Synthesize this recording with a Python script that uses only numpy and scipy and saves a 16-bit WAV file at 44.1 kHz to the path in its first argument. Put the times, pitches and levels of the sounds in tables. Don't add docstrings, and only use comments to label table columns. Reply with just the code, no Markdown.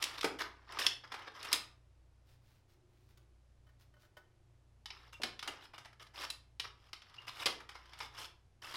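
import sys
import numpy as np
from scipy import signal
from scipy.fft import rfft, irfft, next_fast_len
from scipy.io import wavfile
from scipy.ndimage import uniform_filter1d, map_coordinates

SR = 44100
rng = np.random.default_rng(int(sys.argv[2]) if len(sys.argv) > 2 else 0)


def put_to_file(sound):
    columns = np.atleast_2d(sound).T
    safe = np.clip(columns, -1, 1)
    whole_steps = np.round(safe * 32767)
    wavfile.write(sys.argv[1], SR, whole_steps.astype(np.int16))


N = 386438
SIZE = 16384

# (f/Hz, level/dB)
WALL_SPECTRUM = [(130, -25.5), (330, -7.5), (600, -7), (900, 3), (2200, 1), (3200, 2.5), (5400, -3),
                 (6600, -6), (10500, -7), (15500, -21.5)]
WALL_MODES = [2250, 3020, 5100]
BODY_DB = (9, -13.5)
CHATTER_T60_S, RISE_S = (0.057, 0.027), (0.0011, 0.0004)
SNAP = (2.5, 4.7)


def click(hardness, edge_db, tube_db=5, mode_db=5, mode_width_hz=400):
    t = np.arange(SIZE) / SR
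    rise = 1 - np.exp(-t / between(RISE_S, hardness))
    chatter = rng.standard_normal(SIZE) * fade(t, between(CHATTER_T60_S, hardness)) * rise
    chatter[0] = between(SNAP, hardness)
    contact = [(1500, between(BODY_DB, hardness)), (2600, 0), (5600, 0.0098), (7500, edge_db)]
    mode_position = 2 * np.clip(hardness, 0, 1)
    shares = np.maximum(1 - np.abs(mode_position - np.arange(len(WALL_MODES))), 0)

    def colour(hz):
        modes = sum(share * bump(hz, centre, mode_width_hz) for share, centre in zip(shares, WALL_MODES))
        return along(WALL_SPECTRUM, hz) + along(contact, hz) + tube_db * barrel(hz) + mode_db * modes

    return unit_peak(coloured(chatter, colour))


CLICK_WET_DB = (-5.5, -8)
# (t/s, level/dB before a common trim, hardness 0-1, edge from 7.5 kHz up/dB)
ROD_CLICKS = [(0.026, -25.5, 0.97, -1), (0.0403, -25, 0.91, 0.5), (0.2109, -32, .85, -5.5),
              (0.2298, -31.5, 0.2, -2.5), (0.2438, -27.5, 0.09, -2.5), (0.7224, -45, 0.65, 0.5),
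              (0.788, -31.5, 0.7, -8), (0.8659, -15, .95, -7.5), (1.1196, -38, 0.07, -7.5),
              (1.1412, -37.5, 0, -6.5), (1.4296, -37.5, 1, -1), (1.5291, -17.5, 0.93, 4.5),
              (4.8581, -38, 0.67, -10), (4.9044, -38.5, 0.5, -20), (5.2185, -39.5, 0.53, -3.5),
              (5.2344, -25.5, 0.53, -7.5), (5.3927, -38.5, 0.58, -9), (5.4271, -37, 0.32, -6),
              (5.476, -34, 0.21, -1), (5.7803, -44, 0.15, -3), (5.8556, -48, 0.01, -4.5),
              (6.3027, -33, 0.81, 3), (6.5979, -30.5, .6, -7.5), (6.9311, -38, 0.44, -6),
              (7.02, -50, 0.5, -16), (7.4586, -23, 0.92, -7), (7.4611, -23, .75, -2), (7.4654, -26, .3, -6),
              (7.6031, -46.5, 0, -5.5), (7.6914, -42.5, 0.32, -5.5), (7.7533, -44, 0.06, -8),
              (7.9334, -47, 0.32, -8.5), (7.989, -48.5, 0.3, 4.5), (8.0035, -35.5, 0.18, -11.5)]


def clicks():
    out = np.zeros(N)
    for s, db, hardness, edge_db in ROD_CLICKS:
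        strike = amp(db - 2.5) * click(hardness, edge_db)
        add(out, s, in_room(strike, wet_db=between(CLICK_WET_DB, hardness)))
    return out


# (f/Hz, width/Hz, relative weight/dB)
TUBE_MODES = [(1246, 110, -2.5), (1738.5, 250, -12), (2140, 260, -5), (3180, 80, -12.5), (3500, 600, -6.5),
              (5070, 890, 0.5), (5500, 80, -8)]


def barrel(hz):
    return sum(amp(db) * bump(hz, centre, width) for centre, width, db in TUBE_MODES)


# (f/Hz, level/dB)
RASP_SPECTRUM = [(900, -42), (1900, -6.5), (2900, 6), (4300, -2), (5300, -2), (6500, -13.5), (8500, -14),
                 (15500, -37)]
# (f/Hz, level/dB)
RUB_SPECTRUM = [(120, -31.5), (320, 0), (650, -4.5), (1000, 2.5), (1800, -3), (2800, -13), (6000, -45)]
# (f/Hz, level/dB)
HISS_SPECTRUM = [(3000, -34.5), (6200, 3), (10000, -1), (13000, -5.5), (16000, -17)]
RUB_DB, HISS_DB = (-4, 6), (-6.5, -27)
GRIP_S, GRIP_DOUBLES_DB = 0.0062, 9


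def scrape(length, swell_db, depth, tube_db=6, judder_db=1.82, ping_db=-1, release=.02):
    t = np.arange(SIZE) / SR
    progress = np.minimum(t / length, 1)
    grip_s = GRIP_S * 2 ** (swell_db / GRIP_DOUBLES_DB)
    grip = (1 - np.exp(-t / grip_s)) * fade(np.maximum(t - length, 0), release)
    pressure = amp(swell_db * (progress - .5) + judder_db * wobble(155.5)) * grip
    slips = friction(slip_rate=2000, spread_db=2.5, smooth_db=0.5)
    grain = slips + amp(ping_db) * pings(t60=.012, count=1200)
    rasp = unit(coloured(grain, lambda hz: along(RASP_SPECTRUM, hz) + tube_db * barrel(hz)))
    rub = unit(coloured(grain, lambda hz: along(RUB_SPECTRUM, hz) + tube_db * barrel(hz)))
    hiss = unit(coloured(slips, lambda hz: along(HISS_SPECTRUM, hz)))
    contact = rasp + amp(between(RUB_DB, depth)) * rub + amp(between(HISS_DB, depth)) * hiss
    return amp(-4.5) * pressure * contact


def friction(slip_rate, spread_db, smooth_db, size=SIZE):
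    struck = rng.random(size) < slip_rate / SR
    slips = struck * rng.standard_normal(size) * amp(spread_db * rng.standard_normal(size))
    return unit(unit(slips) + amp(smooth_db) * rng.standard_normal(size))


def pings(t60, count, size=300):
    when, pitch, phase = rng.random((3, count, 1))
    t = np.arange(size) / SR
    hz = 600 * 12 ** pitch
    strength = np.sqrt(hz) * rng.exponential(size=(count, 1))
    grains = strength * np.sin(2 * np.pi * (hz * t + phase)) * fade(t, t60)
    place = (when * SIZE).astype(int) + np.arange(size)
    return unit(np.bincount(place.ravel(), grains.ravel(), minlength=SIZE)[:SIZE])


# (t/s, length/s, relative level/dB, swell from start to end/dB, depth of the contact 0-1)
STROKES = [(0.000, 0.165, -48, -3, .35), (0.45, .21, -71.5, -2, 1), (0.66, .12, -52.5, 15, .85),
           (0.788, .1, -39, -15, .15), (1.1, .18, -58, 0, .9), (1.335, 0.21, -50, 9, 0.49),
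           (1.528, .035, -35, -9, 0), (4.92, 0.18, -63, -4.5, 0.48), (5.434, 0.18, -59, -13, .7),
           (5.600, 0.0597, -57.5, 11, .25), (6.134, 0.12, -46, 13, .25), (6.758, .14, -72, 10.5, 0.3),
           (7.014, .24, -64.5, 7.5, 0.55), (7.315, 0.12, -48.5, 18.5, .15), (7.70, 0.37, -64.5, 4, 0.54),
           (8.008, 0.055, -49.5, -6, .2), (8.096, 0.0815, -60.5, 14.5, .35), (8.175, .084, -45.5, -6.5, .1),
           (8.617, .14, -49.5, -2.5, .15)]
# (t/s, relative level/dB, depth of the contact 0-1)
GLANCES = [(0.018, -41, 0), (0.174, -41, 0.3), (0.386, -36.5, 0.26), (0.403, -34.5, 0.4),
           (1.034, -50.5, 0.83), (1.268, -49.5, 1), (1.44, -45, 0), (1.512, -38.5, 0.23),
           (5.125, -50.5, 0.1), (5.733, -51.5, 0.45), (5.995, -53.5, 0.45), (6.011, -52.5, 0.12),
           (6.638, -43, 0.6), (7.267, -44.5, 0.23), (7.277, -42.5, .15), (8.738, -40, 0.16)]
SCUFF_S, SCUFF_SWELL_DB = .019, -2.5


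def slides():
    out = np.zeros(N)
    for s, length, db, swell_db, depth in STROKES:
        add(out, s, in_room(amp(db) * scrape(length, swell_db, depth), wet_db=-7.5))
    for s, db, depth in GLANCES:
        add(out, s, in_room(amp(db) * scrape(SCUFF_S, SCUFF_SWELL_DB, depth), wet_db=-6.0))
    return out


# (f/Hz, level/dB)
KNOCK_SPECTRUM = [(50, -33), (140, -14.5), (250, -5.5), (420, -3.5), (750, -4.5), (1300, -14), (3000, -45)]
# (f/Hz, width/Hz, lift/dB)
STOCK_MODES = [(255, 74, 1), (387, 80, 3.5), (510, 90, 4.5)]
# (t/s, level/dB before a common trim)
STOPS = [(0.243, -29.5), (0.866, -54), (1.529, -51.5), (5.2, -51.5), (5.238, -43.5), (5.485, -47.5),
         (7.459, -39), (7.502, -55)]
THUMP_T60_S = 0.083


def thumps(push=4):
    def colour(hz):
        lifts = sum(lift * bump(hz, centre, width) for centre, width, lift in STOCK_MODES)
        return along(KNOCK_SPECTRUM, hz) + lifts

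    out, t = np.zeros(N), np.arange(SIZE) / SR
    for s, db in STOPS:
        shudder = rng.standard_normal(SIZE) * fade(t, THUMP_T60_S)
        shudder[0] = push
        stock = coloured(shudder, colour)
        add(out, s, in_room(amp(db + 2.0) * unit_peak(stock), wet_db=-7))
    return out


# (from t/s, to t/s)
LOOSE_SPANS = [(1.03, 1.3), (5.7, 6.05), (7.0, 7.25), (7.68, 8.15)]
RATTLE_PER_S, RATTLE_DB, RATTLE_SPREAD_DB = 16, -57.5, 2


def rattle():
    out = np.zeros(N)
    for start, end in LOOSE_SPANS:
        for s in np.arange(start, end, 1 / RATTLE_PER_S):
            level = amp(RATTLE_DB + RATTLE_SPREAD_DB * rng.standard_normal())
            tick = level * click(hardness=rng.random() / 2, edge_db=-7)
            add(out, s + rng.random() / RATTLE_PER_S, in_room(tick, wet_db=-10.0))
    return out


# (t/s, f/Hz, level/dB, length/s, glide/octaves per s)
ROD_SQUEAKS = [(5.137, 2725, -54.5, 0.032, 0.5), (5.48, 2810, -42.5, 0.019, 1),
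               (5.602, 2470, -63, 0.046, 16.5), (6.297, 4040, -41.5, 0.019, -1.5),
               (7.181, 2790, -46, 0.015, 2.5)]


def squeaks(waver=0.015):
    out, t = np.zeros(N), np.arange(SIZE) / SR
    for s, hz, db, length, glide in ROD_SQUEAKS:
        elapsed = np.minimum(t, length)
        pitch = hz * 2 ** (glide * elapsed) * (1 + waver * wobble(830))
        envelope = np.sin(np.pi * elapsed / length) * amp(1.1 * wobble(260))
        tone = np.sin(2 * np.pi * np.cumsum(pitch) / SR) * envelope
        add(out, s, in_room(amp(db) * unit_peak(tone), wet_db=-12))
    return out


# (f/Hz, mean level/dB, t60/s)
ROD_MODES = [(599, -6, 0.094), (1280, -9.5, 0.087), (1480, -6, 0.093), (1847, -5, 0.052),
             (2110, -11, 0.048), (3054, -3.5, 0.039)]
# (t/s, level/dB before a common trim)
FINGER_TAPS = [(3.667, -67), (3.689, -69.5), (3.938, -66), (3.965, -68.5), (4.030, -68.5), (4.050, -67),
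               (4.168, -51)]


def taps(touch_db=-3, touch_t60=0.065, tick_db=-3, rise=0.0032):
    def colour(hz):
        return np.maximum(along(RUB_SPECTRUM, hz), along(CLOTH_SPECTRUM, hz) + tick_db)

    out, t = np.zeros(N), np.arange(SIZE) / SR
    for s, db in FINGER_TAPS:
        ring = np.zeros(SIZE)
        for hz, level, t60 in ROD_MODES:
            ring += amp(level + 2 * rng.standard_normal()) * np.sin(2 * np.pi * hz * t) * fade(t, t60)
        touch = coloured(rng.standard_normal(SIZE) * fade(t, touch_t60), colour)
        tap = (unit_peak(ring) + amp(touch_db) * unit_peak(touch)) * (1 - np.exp(-t / rise))
        add(out, s, in_room(amp(db + 4.0) * tap, wet_db=-8.5))
    return out


# (f/Hz, level/dB)
CLOTH_SPECTRUM = [(150, -4.5), (600, -8), (2000, -6), (5000, -7.5), (8000, -16.5), (15000, -15.5)]
# (t/s, length/s, level/dB)
RUSTLES = [(2.25, .12, -73), (2.4, 0.22, -76), (2.67, .094, -75.5), (2.85, 0.35, -82.5),
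           (3.075, .06, -74.5), (3.17, .016, -66), (3.788, .06, -71.5), (3.983, 0.089, -73.5)]


def sleeve():
    out, t = np.zeros(N), np.arange(SR // 2) / SR
    for s, length, db in RUSTLES:
        grain = friction(slip_rate=600, spread_db=3.5, smooth_db=0.5, size=len(t))
        rustle = unit(coloured(grain, lambda hz: along(CLOTH_SPECTRUM, hz)))
        stroke = np.sin(np.pi * np.minimum(t / length, 1))
        add(out, s, in_room(amp(db) * stroke * rustle, wet_db=-5))
    return out


# (f/Hz, level/dB)
AIR_SPECTRUM = [(20, -7), (45, -8), (70, -11), (100, -6.5), (135, -11), (170, -18), (260, -21),
                (350, -19.5), (430, -23.5), (600, -23), (1400, -31), (5200, -38), (11500, -45.5),
                (13000, -55.5), (16000, -61.5)]
# (f/Hz, level/dB)
HUM_LINES = [(91.6, -76), (118.6, -80.5), (120, -73.5)]


def kitchen(mains_db=-71, motor_db=-74):
    t = np.arange(N) / SR
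    mains_hz, beat_period_s, beat_null_s = 60, 1.49, 1.25
    mains = 2 * np.pi * mains_hz * t
    lag = 2 * np.pi * (t - beat_null_s) / beat_period_s
    hum = amp(mains_db) * np.sin(mains) - amp(motor_db) * np.sin(mains - lag)
    for hz, db in HUM_LINES:
        hum += amp(db) * np.sin(2 * np.pi * (hz * t + rng.random()))
    air = unit(coloured(rng.standard_normal(N), lambda hz: along(AIR_SPECTRUM, hz)))
    return np.sqrt(2) * hum + amp(-71.5) * air


# (t/s, length/s, level/dB)
DRONE_SWELLS = [(2.548, 0.91, -77.5), (3.81, 0.89, -82)]
DRONE_HZ, DRONE_WIDTH_HZ = 354.4, 60


def drone():
    t = np.arange(N) / SR
    level = np.zeros(N)
    for s, length, db in DRONE_SWELLS:
        level += amp(db) * np.sin(np.pi * np.clip((t - s) / length, 0, 1))
    resonance = bump(np.fft.rfftfreq(N, 1 / SR), DRONE_HZ, DRONE_WIDTH_HZ)
    return level * unit(irfft(rfft(rng.standard_normal(N)) * resonance, N))


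# (f/Hz, t60/s)
ROOM_T60 = [(200, 0.58), (530, 0.43), (1400, 0.37), (3700, 0.31), (9700, 0.25), (15000, .2)]


def in_room(x, wet_db, build=.006):
    hz, t, z = signal.stft(rng.standard_normal(SR * 2 // 3), SR, nperseg=256)
    decay = amp(-60 * t / along(ROOM_T60, hz)[:, None])
    tail = signal.istft(z * decay, SR, nperseg=256)[1]
    tail = tail * (1 - np.exp(-np.arange(len(tail)) / SR / build))
    response = amp(wet_db) * tail / np.linalg.norm(tail)
    response[0] += 1
    return signal.fftconvolve(x, response)


def coloured(x, colour):
    cepstrum = irfft(np.log(amp(colour(np.fft.rfftfreq(SIZE, 1 / SR))) + 1e-6))
    cepstrum[1:SIZE // 2] *= 2
    cepstrum[SIZE // 2 + 1:] = 0
    return signal.fftconvolve(x, irfft(np.exp(rfft(cepstrum))))[:len(x)]


def bump(hz, centre_hz, width_hz):
    return 1 / (1 + (2 * (hz - centre_hz) / width_hz) ** 2)


def fade(t, t60):
    return 1000. 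** (-t / max(t60, .002))


def wobble(rate):
    knots = rng.standard_normal(int(SIZE * rate / SR) + 4)
    return map_coordinates(knots, [np.arange(SIZE) * rate / SR])


def along(points, hz):
    f, v = np.transpose(points)
    return np.interp(np.log(hz + 1), np.log(f), v)


def between(ends, share):
    return ends[0] + (ends[1] - ends[0]) * np.clip(share, 0, 1)


def amp(db):
    return 10 ** (np.asarray(db) / 20)


def unit(x):
    return x / np.sqrt(np.mean(x ** 2) + 1e-20)


def unit_peak(x):
    return x / np.sqrt(uniform_filter1d(x ** 2, size=88).max())


def add(track, s, sound):
    start = max(round(s * SR), 0)
    track[start:start + len(sound)] += sound[:N - start]


def scene():
    musket = clicks() + slides() + thumps() + rattle() + squeaks()
    hand = taps() + sleeve()
    background = kitchen() + drone()
    return (musket + hand + background)[None]


def record(dry, top_hz=16200):
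    m = next_fast_len(N + SIZE)
    kept = np.fft.rfftfreq(m, 1 / SR) < top_hz
    return irfft(rfft(dry, m) * kept, m)[..., :N]


dry = scene()
out = record(dry)
put_to_file(out)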